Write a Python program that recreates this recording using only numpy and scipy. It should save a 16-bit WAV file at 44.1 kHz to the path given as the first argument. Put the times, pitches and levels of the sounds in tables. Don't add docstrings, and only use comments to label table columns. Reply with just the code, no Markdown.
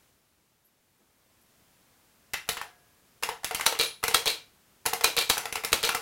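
import sys
import numpy as np
from scipy import signal
from scipy.fft import rfft, irfft, next_fast_len
from scipy.io import wavfile
from scipy.ndimage import uniform_filter1d

SR = 44100
rng = np.random.default_rng(int(sys.argv[2]) if len(sys.argv) > 2 else 0)


def wav_record(signal):
    frames = np.transpose(np.atleast_2d(signal))
    bounded = np.clip(frames, -1, 1)
    quanta = np.round(bounded * 32767).astype(np.int16)
    wavfile.write(sys.argv[1], SR, quanta)


N = 265041


def amp(db):
    return 10 ** (np.asarray(db) / 20)


def unit(x):
    return x / np.sqrt(np.mean(x ** 2) + 1e-20)


def along(points, hz):
    f, v = np.transpose(points)
    return np.interp(np.log(hz + 1), np.log(f + 1), v)


def filtered(x, response):
    n = x.shape[-1]
    padded = 2 * next_fast_len(n * 3 // 4)
    hz = np.fft.rfftfreq(padded, 1 / SR)
    return irfft(rfft(x, padded) * response(hz), padded)[..., :n]


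def colour(points, hz):
    cepstrum = irfft(np.log(amp(along(points, hz))))
    half = len(cepstrum) // 2
    cepstrum[1:half] *= 2
    cepstrum[half + 1:] = 0
    return np.exp(rfft(cepstrum))


def resonance(modes, hz):
    return sum(amp(db) * 1j * hz * w / (f * f - hz * hz + 1j * hz * w) for f, w, db in modes)


def add(out, s, sound):
    start = round(s * SR)
    out[start:start + len(sound)] += sound


def background():
    # frequency in Hz, relative density in dB.
    hiss_spectrum = [(20, -14), (60, -1.5), (150, -1.5), (470, -7), (1500, -10.5), (4100, -14.5),
                     (15800, -16.5)]
    # time in seconds, level in dB.
    quiet_level = [(0, -63.5), (.2, -68), (.7, -70), (1.1, -67.5), (1.6, -63.5), (6, -63)]
    level_db = np.interp(np.arange(N) / SR, *np.transpose(quiet_level))
    hiss = filtered(rng.standard_normal(N), lambda hz: amp(along(hiss_spectrum, hz)))
    return amp(level_db) * unit(hiss)


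def brushes(attack_s=0.0038, t60_s=0.17):
    # start in seconds, centre in Hz, width in Hz, gain in dB.
    scuffs = [(.645, 11800, 900, -48.5), (1.0, 286, 90, -38.5), (1.41, 11400, 900, -53)]
    t = np.arange(SR // 2) / SR
    out = np.zeros(N + SR)
    for s, f, width, db in scuffs:
        envelope = (1 - np.exp(-t / attack_s)) * amp(-60 * t / t60_s)
        rub = rng.standard_normal(len(t)) * envelope
        add(out, s, filtered(rub, lambda hz: resonance([(f, width, db)], hz)))
    return out[:N]


def springs(attack_s=0.0099):
    # start in seconds, tone in Hz, level in dB, 60 dB decay in seconds.
    ringing = [(2.613, 1658, -64, 1.6), (3.851, 10700, -33.5, .24), (3.885, 10420, -52.5, 0.49)]
    out = np.zeros(N + SR)
    t = np.arange(SR) / SR
    for s, hz, db, t60_s in ringing:
        envelope = amp(db - 60 * t / t60_s) * (1 - np.exp(-t / attack_s))
        add(out, s, envelope * np.sin(2 * np.pi * hz * t))
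    return out[:N]


def room_tail(length):
    # frequency in Hz, 60 dB decay in seconds.
    reverberation = [(100, 0.48), (300, 0.26), (2000, 0.29), (5000, 0.29), (13000, 0.23)]
    hz, t, z = signal.stft(rng.standard_normal(length), SR, nperseg=256)
    decay = amp(-60 * t / along(reverberation, hz)[:, None])
    return signal.istft(z * decay, SR, nperseg=256)[1][:length]


def blow(strengths, common, crack_t60_s, attack_s, room_db, alike,
         grain_db=1, grain_s=0.0017, desk_db=-11, desk_s=0.0013):
    registers_hz = [230, 900, 3200, 10000]
    t = np.arange(len(common)) / SR
    alike = np.clip(alike, 0, 1)
    onset = 1 - np.exp(-t / attack_s)
    crack = rng.standard_normal(len(t)) * amp(-60 * t / crack_t60_s)
    tail = np.sqrt(alike) * common + np.sqrt(1 - alike) * room_tail(len(t))
    grain = uniform_filter1d(rng.standard_normal(len(t)), max(1, round(grain_s * SR)))
    chatter = unit(amp(grain_db * unit(grain)))
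    sound = (crack + amp(room_db) * tail * chatter) * onset
    push = amp(desk_db) * (1 - t / desk_s) * np.exp(-t / desk_s) * onset
    sound = filtered(sound, lambda hz: 1j * hz / (1j * hz + 110)) + push
    register_gains = list(zip(registers_hz, strengths))
    return filtered(sound, lambda hz: colour(register_gains, hz))


def pings(low_hz, high_hz, width_hz, db, count):
    centres = np.geomspace(low_hz, high_hz, count) * np.exp(rng.normal(0, 0.147, count))
    return [(f, width_hz, db) for f in centres]


def driven(modes, case_db):
    return [(f, width, db + case_db * (f < 800)) for f, width, db in modes]


def bar_presses():
    # snap time in seconds, level in dB, lead of the thumb's touch in seconds,
    # extra weight in the bass in dB, drive of the low modes in dB.
    presses = [(3.6631, -1, 0.0047, -5, 3.5), (4.144, -0.5, 0.0044, -1, 1), (5.042, 0, .005, 0.5, 1.5),
               (5.298, -0.5, .005, 1.5, -17), (5.729, -2.2, 0.0092, 6.5, -6.5)]
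    # thump, clack, click, snap in dB.
    touch_db = [-25, -25, -23.5, -25]
    snap_db = [-24, -0.5, -7, -10]
    landing_db = [-15.5, -11, -11.5, -21]
    weight_share = [1, .15, 0, 0]
    landing_s = .0027
    for s, db, lead, weight_db, case_db in presses:
        force_db = db + weight_db * np.array(weight_share)
        yield s - lead, force_db + touch_db, case_db
        yield s, force_db + snap_db, case_db
        yield s + landing_s, force_db + landing_db, case_db


def bar_releases(count=2, case_db=0):
    # start in seconds, level in dB, rise time to the top stop in seconds.
    releases = [(3.7895, -0.5, .021), (4.2573, -1, 0.02), (5.1661, 0.5, .021), (5.8291, -2, 0.02)]
    # thump, clack, click, snap in dB.
    unseat_db = [-33, -6.5, -18, -16]
    chatter_db = [-20, -17, -11.5, -28]
    stop_db = [-25.5, -7, -11, -13.5]
    bounce_s, bounce_shrink, bounce_loss_db = .024, .45, 7
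    scatter_db = 2.5
    for s, db, rise in releases:
        yield s, np.add(db, unseat_db), case_db
        for k in range(count):
            tick_db = db + scatter_db * rng.standard_normal()
            yield s + rise * (k + 1) / (count + 1), np.add(tick_db, chatter_db), case_db
        for k in range(count + 1):
            flight = bounce_s * sum(bounce_shrink ** j for j in range(k))
            yield s + rise + flight, np.add(db - bounce_loss_db * k, stop_db), case_db


def bar_contacts(rows, crack_t60_s, attack_s, room_db):
    # frequency in Hz, width in Hz, peak in dB.
    bar_modes = [(345, 40, 2), (455, 38, 14), (903, 25, -2), (1325, 30, 1), (2250, 50, -1), (2369, 24, 4),
                 (2455, 22, 1), (2730, 40, -2), (3260, 35, -2), (3764, 35, -1), (3916, 30, 2),
                 (3964, 22, 1), (4122, 50, -2), (5880, 18, 4), (6357, 16, 0), (9050, 120, -3)]
    out, common = np.zeros(N + SR), room_tail(SR // 3)
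    for s, strengths, case_db in rows:
        sound = blow(strengths, common, crack_t60_s, attack_s, room_db, alike=0.2)
        spot = pings(2800, 12000, width_hz=70, db=1, count=7)
        own = driven(bar_modes, case_db)
        add(out, s, filtered(sound, lambda hz: (1 + resonance(spot, hz)) * (1 + resonance(own, hz))))
    return out[:N]


def space_bar():
    # frequency in Hz, width in Hz, peak in dB.
    wire_modes = [(2360, 22, 3), (4100, 700, -2)]
    # frequency in Hz, gain in dB.
    bar_tone = [(40, 5.5), (200, -1), (350, -0.5), (560, 1.5), (900, -1.5), (1800, -1), (2600, 0.5),
                (4300, 3.5), (5400, 0), (8300, 1), (12000, 0.5), (15500, -3.5)]
    down = bar_contacts(bar_presses(), crack_t60_s=0.017, attack_s=0.00097, room_db=-18.0)
    up = bar_contacts(bar_releases(), crack_t60_s=0.014, attack_s=0.0013, room_db=-18.5)
    up = filtered(up, lambda hz: 1 + resonance(wire_modes, hz))
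    return filtered(amp(3.5) * down + amp(2.0) * up, lambda hz: colour(bar_tone, hz))


def key_contacts(soft_attack_s=0.0011, hard_attack_s=0.00045):
    # click time in seconds, keycap pitch in Hz, level in dB, hardness from 0 to 1,
    # delay of the knock in seconds (negative: fingertip, else: landing), knock in dB, low-mode drive in dB.
    keys = [(2.3347, 1900, -20.5, .9, 0.0055, -11, -18), (2.4894, 3840, -11, 0.8, -0.011, -32, -0.5),
            (2.569, 3150, -20, 0.22, .0045, -20, 2), (2.6139, 1590, -25, 0.47, -0.0012, -20, 4),
            (3.2336, 2460, -12, 0.61, -0.0086, -16, 1), (3.2891, 910, -16, 0.38, 0.0054, -21, 11.5),
            (3.4446, 1780, -15, 0.88, -0.012, -27, -18), (3.5098, 650, -17, 0.3, 0.022, -26, 12.5),
            (3.5469, 2670, -14.5, 0.88, -0.0097, -36, -1), (3.6094, 2170, -14.5, 0.6, -.0136, -16, -15),
            (3.7248, 1060, -17, 0.4, 0.026, -19, 11), (4.038, 2720, -12, 0.71, -0.0095, -18.5, 5),
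            (4.0805, 896, -12.5, 0.9, .0294, -16, 10), (4.8611, 860, -11, 0.93, -0.0066, -13.5, 7.5),
            (4.9339, 750, -16, 0.96, -0.0029, -17, 10.5), (5.0095, 730, -16.5, 0.38, 0.02, -28, 6),
            (5.3792, 1450, -17.5, 1, -0.0094, -15.5, 8), (5.4551, 677, -16, 0.43, -0.02, -25, 3.5),
            (5.5252, 2420, -18.5, 0.8, 0.026, -27, 1), (5.5558, 2270, -14.5, 0.58, 0.011, -21, 8.5),
            (5.6475, 2240, -16.5, 1, -0.011, -14.5, -2), (5.8904, 1430, -8.5, 0.47, -0.022, -27, 6),
            (5.948, 1300, -14, 0.77, -0.0027, -17.5, 12)]
    # thump, clack, click, snap in dB.
    soft_db = [-19, 7, -10, -17.5]
    hard_db = [-7, -1.4, -1.5, 0]
    finger_db = [-18, 6.5, -12.5, -12]
    bottom_db = [-15, -3, -4, -19]
    for s, cap_hz, db, hardness, delay, knock_db, case_db in keys:
        click = np.add(soft_db, np.clip(hardness, 0, 1) * np.subtract(hard_db, soft_db))
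        knock = finger_db if delay < 0 else bottom_db
        yield s, cap_hz, db + click, hard_attack_s, case_db
        yield s + delay, cap_hz, np.add(knock_db, knock), soft_attack_s, case_db


def letter_keys(cap_q=7, cap_db=0):
    # frequency in Hz, width in Hz, peak in dB.
    case_modes = [(461, 30, 9), (736, 22, -2), (820, 25, -1), (1328, 30, 1), (2054, 30, 0), (2745, 50, -2),
                  (7250, 200, -4), (10150, 160, 0)]
    # frequency in Hz, gain in dB.
    letter_tone = [(40, 9), (200, 1.5), (350, -1), (560, -3), (900, -1), (1800, 0.5), (2500, 0.5),
                   (3600, -1), (6000, -1.5), (8300, -4), (11000, -1), (15500, -7)]
    out, common = np.zeros(N + SR), room_tail(SR // 3)
    for s, cap_hz, strengths, attack_s, case_db in key_contacts():
        sound = blow(strengths, common, crack_t60_s=0.022, attack_s=attack_s, room_db=-13.5, alike=0.22)
        spring = pings(2000, 12000, width_hz=130, db=1, count=7)
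        key = [(cap_hz, cap_hz / cap_q, cap_db)] + spring
        case = driven(case_modes, case_db)
        add(out, s, filtered(sound, lambda hz: (1 + resonance(key, hz)) * (1 + resonance(case, hz))))
    return amp(0.46) * filtered(out[:N], lambda hz: colour(letter_tone, hz))


def stereo(x, side_db, side_t60_s):
    # frequency in Hz, excess of left over right in dB.
    left_lean = [(30, 0), (180, 1.56), (2500, 1.5), (11000, 0.25)]
    t = np.arange(SR // 20) / SR
    walls = rng.standard_normal(len(t)) * amp(-60 * t / side_t60_s)
    walls = walls / np.linalg.norm(walls)
    side = amp(side_db) * signal.fftconvolve(x, walls)[:N]
    panned = filtered(x, lambda hz: amp(np.outer([.5, -.5], along(left_lean, hz))))
    return panned + [side, -side]


def scene():
    # frequency in Hz, width in Hz, peak in dB.
    plate_modes = [(716, 2.5, -1.5)]
    keyboard = filtered(letter_keys() + space_bar(), lambda hz: 1 + resonance(plate_modes, hz))
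    return stereo(keyboard + springs() + brushes() + background(), side_db=-27.5, side_t60_s=0.038)


def record(dry):
    top_hz = 15900
    return filtered(dry, lambda hz: 1 / np.sqrt(1 + (hz / top_hz) ** 240))


dry = scene()
out = record(dry)
wav_record(out)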